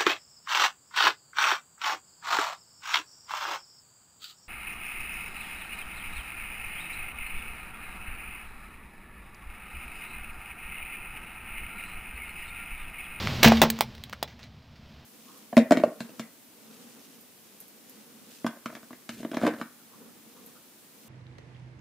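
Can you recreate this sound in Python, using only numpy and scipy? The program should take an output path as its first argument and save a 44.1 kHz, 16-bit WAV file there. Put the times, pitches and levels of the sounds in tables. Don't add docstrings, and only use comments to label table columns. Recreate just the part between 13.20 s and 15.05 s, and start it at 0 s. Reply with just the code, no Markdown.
import sys
import numpy as np
from scipy import signal
from scipy.fft import rfft, irfft
from scipy.io import wavfile
from scipy.ndimage import uniform_filter1d

SR = 44100
rng = np.random.default_rng(int(sys.argv[2]) if len(sys.argv) > 2 else 0)


def log_audio(samples):
    frames = np.atleast_2d(samples).T
    limited = np.clip(frames, -1, 1)
    pcm = np.round(limited * 32767).astype(np.int16)
    wavfile.write(sys.argv[1], SR, pcm)


N = 81585

# (time [s], pop level [dB], pop pitch [Hz], crack level [dB], shard pitch [Hz],
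# shard resonance gain [dB], tick level [dB], burst t60 [s], scatter send [dB])
SNAPS = [(0.0724, -14.5, 1360, -21, 2130, 8, -62, 0.0069, -7),
         (0.2313, -6, 660, -8.5, 4060, 0.5, -12, 0.039, -8),
         (0.244, -14.5, 699, -12.5, 4030, 2, -19, 0.0095, 14),
         (0.275, -23, 900, -15.5, 2690, 9, -41, 0.028, -27),
         (0.2834, -30, 900, -17, 6000, -8, -17, 0.0091, -4),
         (0.3204, 4.5, 700, -23.5, 2450, 1, -31, 0.018, 0),
         (0.3718, -40, 897, -28.5, 3600, 7, -41, 0.023, 6),
         (0.4173, 4, 764, -10, 3660, 4.5, -11.5, 0.026, -1.5),
         (0.5020, -26, 649.1, -19, 4370, 7, -15, 0.018, -9.5),
         (0.5890, -23.5, 1070, -29.5, 7200, 11, -35, 0.011, -2),
         (0.6084, -1, 880, -7.5, 5840, -3.5, -9.5, 0.005, 0.5),
         (0.7511, -53, 875, -43, 4020, 6, -48.5, 0.013, 1),
         (0.7809, -53, 900, -42.5, 4000, 5, -52, 0.006, -16),
         (0.838, -67, 900, -33, 3720, 20, -34, 0.0093, -3.5),
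         (0.8971, -38, 1190, -38, 4450, -12, -41, .007, -3),
         (0.928, -33, 1300, -32, 3000, -6, -41, 0.0091, 0),
         (0.9320, -21, 1450, -34, 1580, -2, -45, 0.022, -3.5),
         (1.0277, -10.5, 722, -26.5, 3610, 16.5, -32.5, 0.009, 0.5),
         (1.0290, -34, 740, -28.5, 4950, 18.5, -26, 0.02, -12),
         (1.1930, -40.5, 955, -49, 2510, -1, -58, 0.014, 9),
         (1.2308, -61, 1200, -40, 4250, 12.5, -58, 0.0075, 5.5),
         (1.2390, -58, 1200, -50, 2360, 6, -57, 0.029, 0),
         (1.5580, -60, 1200, -53, 4680, 3, -68, 0.0086, 11.5)]
# (start [s], length [s], fade [dB], crack level [dB], pop level [dB], tick level [dB])
SPLINTER_RUNS = [(0.229, .011, 4.5, -17.5, -18, -31), (0.244, 0.036, 10.5, -13, -14, -22),
                 (0.281, .060, 8.5, -26, -25, -41.5), (0.419, 0.023, 3.5, -21.5, -13.5, -24.5),
                 (0.448, 0.049, 23.5, -31, -25, -45.5), (1.075, 0.061, 10, -50.5, -58, -62),
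                 (1.207, 0.069, 6, -55, -82, -83)]
# (frequency [Hz], level [dB])
CRACK_SPECTRUM = [(200, -16), (600, -2.5), (1200, -6.5), (1900, 1), (3000, -3), (4300, -7), (6000, -9),
                  (8000, -21.5), (16000, -38)]
# (frequency [Hz], level [dB])
TICK_SPECTRUM = [(200, -41), (3000, -25.5), (6000, 3), (8000, 4), (10800, -3), (13000, 3), (16000, 6.5)]
# (low edge [Hz], high edge [Hz], level [dB], t60 [s])
SCATTER_BANDS = [(250, 1470, -11, .10), (1270, 6400, -7.5, 0.091), (6500, 30000, -8.5, .07)]
# (time [s], cavity drive [dB], wall drive [dB])
TYRE_DROPS = [(0.245, -33, -16.5), (0.2593, -5.5, -7.5), (0.4182, -34, -19.5), (0.4438, -20, -22.5)]
# (frequency [Hz], level [dB], t60 [s])
CAVITY_MODES = [(226, -2, 0.57), (237, -28, .35), (455.7, -16.5, 0.39)]
# (frequency [Hz], level [dB], t60 [s])
WALL_MODES = [(61, -11.5, .3), (120, -7.5, 0.1), (157, -2, 0.085), (290, -6.5, 0.037)]
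# (time [s], grit level [dB], rumble level [dB])
ROLLING_LEVELS = [(0, -34, -31), (0.14, -36.5, -33), (0.21, -38, -36), (0.245, -39, -38),
                  (0.30, -33, -26.5), (0.375, -33.5, -36.5), (0.43, -42.5, -30.5), (0.59, -46, -48.5),
                  (0.65, -51.5, -42.5), (0.88, -57, -50), (1.052, -58.5, -51), (1.3, -62, -50.5),
                  (1.55, -61, -51), (1.72, -57.5, -50.5), (1.85, -57.5, -54.5)]
# (frequency [Hz], level [dB])
GRIT_SPECTRUM = [(180, -31), (300, 1), (762, -1.5), (842, -2.5), (1170, -3), (1320, -5), (3030, -4),
                 (5080, -8), (6000, -14.5), (9390, -29.5), (15000, -23), (16000, -30)]
# (frequency [Hz], level [dB])
RUMBLE_SPECTRUM = [(25, -9), (48, -23.5), (72, 4), (100, -4.5), (130, 0.5), (180, -8.5), (240, -4.5),
                   (310, -24), (600, -36), (2000, -72.5)]
# (frequency [Hz], level [dB])
AIR_SPECTRUM = [(180, -35.5), (300, -9), (519, -0.5), (667, 3), (787, -4), (900, -0.5), (1690, -10),
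                (3640, -10), (9550, -40.5), (16000, -30.5)]
# (frequency [Hz], left minus right [dB])
BALANCE = [(100, 0), (2400, 0), (3200, -1.2), (4000, -3), (5000, -3.6), (6000, -0.6), (7000, 0), (10500, 0),
           (12500, -1.2), (15000, -3)]

POP_T60_S, POP_LOW_CUT_HZ, SHARD_Q = 0.0072, 124, 6.95
RUPTURE_DB, RUPTURE_T60_S = -5, 0.00064
SPLINTERS_PER_S, SPLINTER_POP_HZ, SPLINTER_POP_T60_S = 2400, 793, 0.0054


def plastic_toy():
    direct, scatter_send = snaps()
    runs = splintering()
    return shell_tone(direct + runs) + underbody_scatter(shell_tone(scatter_send + runs))


def snaps():
    direct, scatter_send = np.zeros((2, 3, N))
    t = np.arange(SR // 20) / SR
    for time_s, pop_db, pop_hz, crack_db, shard_hz, shard_db, tick_db, t60_s, send_db in SNAPS:
        phase = 2 * np.pi * pop_hz * t
        pop = from_db(pop_db) * np.sin(phase) * decay(t, POP_T60_S) * (1 - np.exp(-phase))
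        envelope = decay(t, t60_s) + from_db(RUPTURE_DB) * decay(t, RUPTURE_T60_S)
        envelope_rms = np.sqrt(np.mean(envelope ** 2))
        fracture = noise_burst(envelope, smooth_hz=900)
        shard = signal.lfilter(*signal.iirpeak(shard_hz, SHARD_Q, fs=SR), fracture)
        crack = from_db(crack_db) * envelope_rms * unit_rms(fracture + from_db(shard_db) * shard)
        tick = from_db(tick_db) * envelope_rms * unit_rms(noise_burst(envelope, smooth_hz=900))
        for row, part in enumerate((pop, crack, tick)):
            add(direct[row], time_s, part)
            add(scatter_send[row], time_s, from_db(send_db) * part)
    return direct, scatter_send


def splintering():
    pop_drive, crack, tick = np.zeros((3, N))
    clicks = [random_clicks(SPLINTERS_PER_S, spread_db=3.5) for _ in range(2)]
    for start_s, length_s, fade_db, crack_db, pop_db, tick_db in SPLINTER_RUNS:
        first, n = int(start_s * SR), int(length_s * SR)
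        fade = from_db(-fade_db * np.arange(n) / n)
        breaks, knocks = (fade * unit_rms(train[first:first + n]) for train in clicks)
        add(crack, start_s, from_db(crack_db) * breaks)
        add(tick, start_s, from_db(tick_db) * breaks)
        add(pop_drive, start_s, from_db(pop_db) * knocks)
    body = ring(signal.unit_impulse(SR // 20), SPLINTER_POP_HZ, SPLINTER_POP_T60_S)
    pop = signal.fftconvolve(pop_drive, body / np.linalg.norm(body))[:N]
    return np.array([pop, crack, tick])


def shell_tone(layers):
    pop, crack, tick = layers
    return low_cut(pop, POP_LOW_CUT_HZ) + colour(crack, CRACK_SPECTRUM) + colour(tick, TICK_SPECTRUM)


def underbody_scatter(x, delay_s=0.0033):
    t = np.arange(SR // 4) / SR
    response = 0
    for low_hz, high_hz, level_db, t60_s in SCATTER_BANDS:
        tail = noise_burst(decay(t, t60_s) * (t > delay_s), smooth_hz=160)
        band = signal.butter(2, [low_hz, min(high_hz, .45 * SR)], "band", fs=SR, output="sos")
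        response += from_db(level_db) * signal.sosfilt(band, tail)
    return signal.fftconvolve(x, response)[:N]


def tyre_thuds(contact_s=0.0013):
    cavity_drive, wall_drive = np.zeros((2, N))
    blow = np.hanning(int(contact_s * SR) + 3)
    blow /= blow.sum()
    for time_s, cavity_db, wall_db in TYRE_DROPS:
        add(cavity_drive, time_s, from_db(cavity_db) * blow)
        add(wall_drive, time_s, from_db(wall_db) * blow)
    cavity = sum(from_db(db) * ring(cavity_drive, hz, t60_s) for hz, db, t60_s in CAVITY_MODES)
    wall = sum(from_db(db) * ring(wall_drive, hz, t60_s) for hz, db, t60_s in WALL_MODES)
    return low_cut(cavity + wall, hz=87)


def rolling_car():
    time_s, grit_db, rumble_db = np.transpose(ROLLING_LEVELS)
    t = np.arange(N) / SR
    grit = colour(random_clicks(per_s=9000, spread_db=2), GRIT_SPECTRUM)
    grit *= from_db(np.interp(t, time_s, grit_db))
    rumble = unit_rms(colour(rng.standard_normal(N), RUMBLE_SPECTRUM))
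    rumble *= from_db(np.interp(t, time_s, rumble_db))
    return grit + rumble


def outdoor_air(level_db=-65):
    return from_db(level_db) * colour(rng.standard_normal(N), AIR_SPECTRUM)


def noise_burst(envelope, smooth_hz):
    n = len(envelope)
    x = envelope * rng.standard_normal(n)
    for _ in range(3):
        local_rms = np.sqrt(np.abs(uniform_filter1d(x ** 2, 48)) + 1e-18)
        spectrum = rfft(envelope * x / local_rms, 2 * n)
        band_power = uniform_filter1d(np.abs(spectrum) ** 2, int(2 * n * smooth_hz / SR) + 1)
        x = irfft(spectrum / np.sqrt(band_power + 1e-18))[:n]
    return x / np.linalg.norm(x)


def random_clicks(per_s, spread_db):
    sizes = from_db(spread_db * np.minimum(rng.exponential(1, N), 3))
    signs = rng.choice([-1, 1], N)
    return unit_rms(sizes * signs * (rng.random(N) < per_s / SR))


def ring(x, hz, t60_s):
    radius, step_rad = decay(1 / SR, t60_s), 2 * np.pi * hz / SR
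    feedback = [1, -2 * radius * np.cos(step_rad), radius ** 2]
    return signal.lfilter([0, np.sin(step_rad)], feedback, x + 1e-18)


def colour(x, spectrum):
    cepstrum = irfft(np.log(unit_rms(bin_gains(spectrum))))
    cepstrum[1:N] *= 2
    cepstrum[N + 1:] = 0
    return irfft(rfft(x, 2 * N) * np.exp(rfft(cepstrum)))[:N]


def bin_gains(spectrum):
    hz, db = np.transpose(spectrum)
    bin_hz = np.fft.rfftfreq(2 * N, 1 / SR)
    return from_db(np.interp(np.log(bin_hz + 1), np.log(hz), db))


def low_cut(x, hz):
    return signal.sosfilt(signal.butter(2, hz, "high", fs=SR, output="sos"), x)


def add(track, time_s, x):
    first = int(time_s * SR)
    track[first:first + len(x)] += x[:N - first]


def decay(t, t60_s):
    return from_db(-60 * t / t60_s)


def unit_rms(x):
    return x / np.sqrt(np.mean(x ** 2) + 1e-20)


def from_db(db):
    return 10 ** (np.asarray(db) / 20)


def scene():
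    mono = plastic_toy() + tyre_thuds() + rolling_car() + outdoor_air()
    left_gain = np.sqrt(bin_gains(BALANCE))
    return irfft(rfft(mono, 2 * N) * np.array([left_gain, 1 / left_gain]))[:, :N]


def record(dry, cutoff_hz=16300):
    rounded = dry / (1 + dry ** 4) ** (1 / 4)
    return signal.sosfilt(signal.ellip(10, .2, 80, cutoff_hz, fs=SR, output="sos"), rounded)


dry = scene()
out = record(dry)
log_audio(out)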